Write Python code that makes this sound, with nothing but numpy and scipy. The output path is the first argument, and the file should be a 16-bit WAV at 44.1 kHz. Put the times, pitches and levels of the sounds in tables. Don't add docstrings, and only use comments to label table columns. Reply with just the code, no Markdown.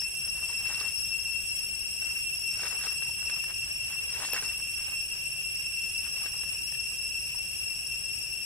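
import sys
import numpy as np
from scipy import signal
from scipy.fft import rfft, irfft, next_fast_len
from scipy.io import wavfile
from scipy.ndimage import uniform_filter1d

SR = 44100
rng = np.random.default_rng(int(sys.argv[2]) if len(sys.argv) > 2 else 0)


def generate_wav(sig):
    pcm = np.round(np.clip(np.atleast_2d(sig).T, -1, 1) * 32767).astype(np.int16)
    wavfile.write(sys.argv[1], SR, pcm)


N = 372644


def undb(db):
    return 10 ** (np.asarray(db) / 20)


def unit(x):
    return x / np.sqrt(np.mean(x ** 2))


def colour(x, points, scale=1):
    size = next_fast_len(x.shape[-1])
    hz, db = np.transpose(points)
    bin_hz = np.arange(size // 2 + 1) * SR / size
    log_hz = np.log(np.maximum(bin_hz, 1))
    gain = undb(scale * np.interp(log_hz, np.log(hz), db))
    return irfft(rfft(x, size) * gain, size)[..., :x.shape[-1]]


def curves(table):
    time_s, *columns = np.transpose(table)
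    return [np.interp(np.arange(N) / SR, time_s, column) for column in columns]


def walk(rate_hz, size=N):
    width = max(int(SR / rate_hz), 2)
    smooth = uniform_filter1d(rng.standard_normal(size), width)
    return unit(uniform_filter1d(smooth, width))


def scatter(x, t60_s, pair):
    t = np.arange(pair.shape[1]) / SR
    tail = pair * np.exp(-np.log(1000) * t / t60_s)
    energy = np.sum(tail[0] ** 2)
    return signal.fftconvolve(x[None], tail / np.sqrt(energy), axes=1)


BUCKLE_HZ = 542.3
# multiple [of BUCKLE_HZ], level_db [dB]
OVERTONES = [(3, -89), (4, -64.5), (4.5, -81), (5, -36.5), (5.5, -60.5), (6, -58.5), (6.5, -70.5), (7, -69),
             (8, -66), (9, -61), (10, -36.5), (11, -55), (11.5, -65), (12, -61), (12.5, -70), (13, -61.5),
             (14, -58), (14.5, -57), (15, -42.5), (16, -58), (16.5, -71), (17, -61), (17.5, -80),
             (18, -66.5), (19, -56), (19.5, -60), (20, -42), (21, -57), (21.5, -70), (22, -60), (22.5, -70),
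             (23, -60.5), (24, -66), (25, -55), (26, -70), (27, -64), (28, -67), (29, -72)]
# time_s [s], level_db [dB], lowest_ring_db [dB], left_minus_right_db [dB], raggedness_db [dB]
CHORUS_COURSE = [(0, -0.5, 0.5, -0.5, -0.5), (1.2, -0.5, 0.5, 2.5, -1), (2.5, -0.5, 1, 1, 1),
                 (3.6, -1.5, 1.5, 0.5, 1.5), (4.8, -2, 1, -0.5, 2.5), (6, -1.5, 2, 0.5, 2.5),
                 (7, -2, -0.5, 0.5, 4.5), (8.45, -2.5, 0, 1.5, 4)]


def cicadas(count=10):
    lead = SR // 2
    size = N + lead
    turn = np.linspace(0, 2, 4097)
    choir, power = 0, 0
    level_db, low_db, pan_db, ragged_db = curves(CHORUS_COURSE)
    ragged = np.pad(undb(ragged_db), (lead, 0), "edge")
    for place in np.linspace(-1, 1, count):
        shape = sum(undb(db) * np.sin(2 * np.pi * (k * turn + rng.random())) for k, db in OVERTONES)
        near = undb(-14 * abs(place))
        tune = 1 + .011 * place + .003 * place ** 2 + .003 * walk(15, size)
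        slip = ragged * walk(612, size)
        phase = np.cumsum(BUCKLE_HZ * tune) / SR
        phase += 0.0022 * slip + 0.0013 * walk(220, size)
        push = 1 - 0.078 * unit(np.gradient(slip))
        push += 0.28 * ragged * walk(425, size) + 0.28 * walk(53, size)
        song = near * push * np.interp(phase % 2, turn, shape)
        echoes = scatter(song, 0.66, rng.standard_normal((2, lead)))
        choir = choir + echoes[:, lead:size]
        power += near ** 2
    choir = choir * np.sqrt(2 / power)
    lowest_ring = colour(choir, [(3600, 0), (4400, -80)])
    balanced = choir + (undb(low_db) - 1) * lowest_ring
    return balanced * undb(level_db + np.array([pan_db, -pan_db]) / 2)


# [dB per Hz, relative]
AIR_SPECTRUM = [(15, -34), (32, -4), (45, -1), (55, 0), (146, -6.5), (250, -18), (330, -18), (700, -20.5),
                (1300, -31), (1700, -19.5), (2000, -29), (4000, -31), (9000, -65), (16000, -58)]
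# frequency_hz [Hz], side_minus_mid_db [dB]
AIR_WIDTH = [(60, -19), (110, -18.5), (200, -7), (380, -5.5), (700, -1.5), (1290, 6), (2380, -2),
             (4400, -1), (8120, -21), (15000, -16)]
AIR_DB = -52.5


def air():
    mid, side = rng.standard_normal((2, N))
    side = colour(side, AIR_WIDTH)
    ports = np.array([mid + side, mid - side])
    return unit(colour(ports, AIR_SPECTRUM)) * undb(AIR_DB)


# start_s [s], hold_s [s], level_db [dB]
RUSTLE_EVENTS = [(0.254, 0.033, -55), (0.367, 0.063, -52.5), (0.5, 0.026, -47.5), (.59, 0.044, -51),
                 (0.671, 0.076, -42.5), (.78, 0.095, -46), (.92, .06, -55), (1.255, 0.13, -59),
                 (2.015, 0.17, -53), (2.552, .03, -49), (2.613, 0.059, -40.5), (2.714, 0.042, -43.5),
                 (2.81, 0.058, -42.5), (2.9, .04, -48), (3.035, 0.064, -52.5), (3.2, 0.057, -52.5),
                 (3.28, 0.099, -48.5), (3.498, 0.013, -49), (3.648, 0.085, -55.5), (3.89, 0.067, -50),
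                 (4.006, 0.099, -51.5), (4.13, 0.038, -45.5), (4.202, 0.046, -40.5), (4.28, 0.018, -42),
                 (4.341, 0.025, -38), (4.435, 0.016, -41.5), (4.47, 0.058, -48), (4.56, 0.054, -54),
                 (4.787, 0.14, -52), (5.14, .05, -55), (6.043, 0.038, -53), (6.165, 0.13, -48.5),
                 (6.338, 0.067, -53.5), (6.526, 0.017, -51.5)]
RISE_DB_PER_S, FALL_DB_PER_S = 292, 450
STIR_DB = -63


def motion():
    t = np.arange(N) / SR
    power = undb(STIR_DB) ** 2
    for start_s, hold_s, level_db in RUSTLE_EVENTS:
        rise_db = RISE_DB_PER_S * np.maximum(start_s - t, 0)
        fall_db = FALL_DB_PER_S * np.maximum(t - start_s - hold_s, 0)
        power = power + undb(level_db - rise_db - fall_db) ** 2
    return np.sqrt(power)


# [dB per Hz, relative]
LEAF_SPECTRUM = [(150, -13), (300, -10), (600, -4), (1050, -1), (1600, 0), (2300, -2), (4400, -6.5),
                 (8000, -1.5), (15000, -35)]
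# start_s [s], level_db [dB], ring_hz [Hz], treble_db [dB relative to level_db]
LEAF_CRACKS = [(0.018, -38, 1900, -6), (0.427, -38, 1210, -18), (0.498, -40, 970, -20),
               (0.654, -34, 1670, -10), (.8, -46, 2000, 14), (0.811, -28, 1170, -17),
               (1.021, -46, 1410, -18), (2.022, -37.5, 1530, -19), (2.594, -34.5, 1590, -17),
               (2.633, -29, 1570, -17), (2.811, -35, 1690, -21), (2.837, -31, 1580, -7),
               (2.868, -30, 1270, -23), (3.022, -34.5, 1640, -21), (3.093, -37.5, 920, -15),
               (3.226, -40, 1500, -20), (3.297, -33, 1700, -24), (3.439, -36, 1780, -19),
               (4.201, -33, 1550, -19), (4.235, -33, 1480, -19), (4.248, -27, 1810, -21),
               (4.287, -35, 1690, -20), (4.343, -25, 1690, -10.5), (4.363, -31, 1160, -22),
               (4.424, -30, 1570, -28), (4.88, -39, 1630, -18), (5.41, -48, 1490, -18),
               (6.236, -38, 1210, -18), (6.26, -31, 1640, -22), (6.434, -35, 1720, -27),
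               (6.722, -39.5, 1780, -23), (6.748, -40, 1800, -16), (6.919, -48, 1200, -18),
               (7.346, -41, 999, -17)]


def leaves():
    near = 0
    for hz in (200, 400, 800, 1600, 3200, 6400, 12800):
        hits = rng.random(N) < 1800 / SR
        strength = undb(1.7 * np.minimum(rng.exponential(size=N), 3))
        grains = hits * rng.standard_normal(N) * strength
        hiss = 0.76 * rng.standard_normal(N)
        clicks = (unit(grains) + hiss) * undb(3.3 * walk(44))
        band = [(hz / 3, -40), (hz / 1.8, -9), (hz / 1.41, -3), (hz, 0),
                (hz * 1.41, -3), (hz * 1.8, -9), (hz * 3, -40)]
        near = near + colour(clicks, band)
    near = unit(colour(near, LEAF_SPECTRUM)) * motion()
    t = np.arange(1024) / SR
    noises = rng.standard_normal((len(LEAF_CRACKS), len(t)))
    for (start_s, level_db, ring_hz, treble_db), noise in zip(LEAF_CRACKS, noises):
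        ring = np.sin(2 * np.pi * ring_hz * t) * np.exp(-t / 0.0055) * np.tanh(t / 0.0006)
        rasp = unit(colour(noise, LEAF_SPECTRUM)) * np.exp(-t / 0.0051)
        tick = unit(colour(noise, [(2500, -35), (3400, -9), (5000, 13), (9000, -22)]))
        tick = tick * np.exp(-t / 0.0066)
        crack = .5 * ring + .5 * rasp + undb(treble_db) * tick
        start = int(start_s * SR)
        near[start:start + len(t)] += undb(level_db) * crack
    return near


# start_s [s], level_db [dB], treble_db [dB relative to level_db]
TWIG_SNAPS = [(4.3338, -15, -1.5), (4.3357, -15, -10)]


def twig():
    out, t = np.zeros(N), np.arange(2048) / SR
    noises = rng.standard_normal((len(TWIG_SNAPS), len(t)))
    for (start_s, level_db, treble_db), noise in zip(TWIG_SNAPS, noises):
        bright = unit(colour(noise, [(2000, -3), (8000, -11), (12000, 10), (16000, -15)]))
        bright = bright * np.exp(-t / 0.00099)
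        knock = np.sin(2 * np.pi * 900 * t) * np.exp(-t / 0.00055)
        knock += np.sin(2 * np.pi * 2500 * t) * np.exp(-t / 0.0017)
        start = int(start_s * SR)
        out[start:start + len(t)] += undb(level_db) * (undb(treble_db) * 0.8 * bright + 0.22 * knock)
    return out


def scene():
    near = leaves() + twig()
    direct = np.array([near, np.roll(near, 3)])
    undergrowth = scatter(near, 0.15, rng.standard_normal((2, SR)))[:, :N]
    return cicadas() + air() + direct + undb(-11) * undergrowth


# frequency_hz [Hz], left_minus_right_db [dB]
PORT_SHADING = [(900, 0), (1600, -5), (2400, 2.5), (5400, 1.5), (8100, 2.5), (10800, -2), (15000, 1.5)]
TOP_HZ = 15740


def record(dry):
    left = colour(dry[0], PORT_SHADING, .5)
    right = colour(dry[1], PORT_SHADING, -.5)
    top_cut = signal.ellip(10, .1, 50, TOP_HZ, fs=SR, output="sos")
    return signal.sosfiltfilt(top_cut, np.array([left, right]))


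dry = scene()
out = record(dry)
generate_wav(out)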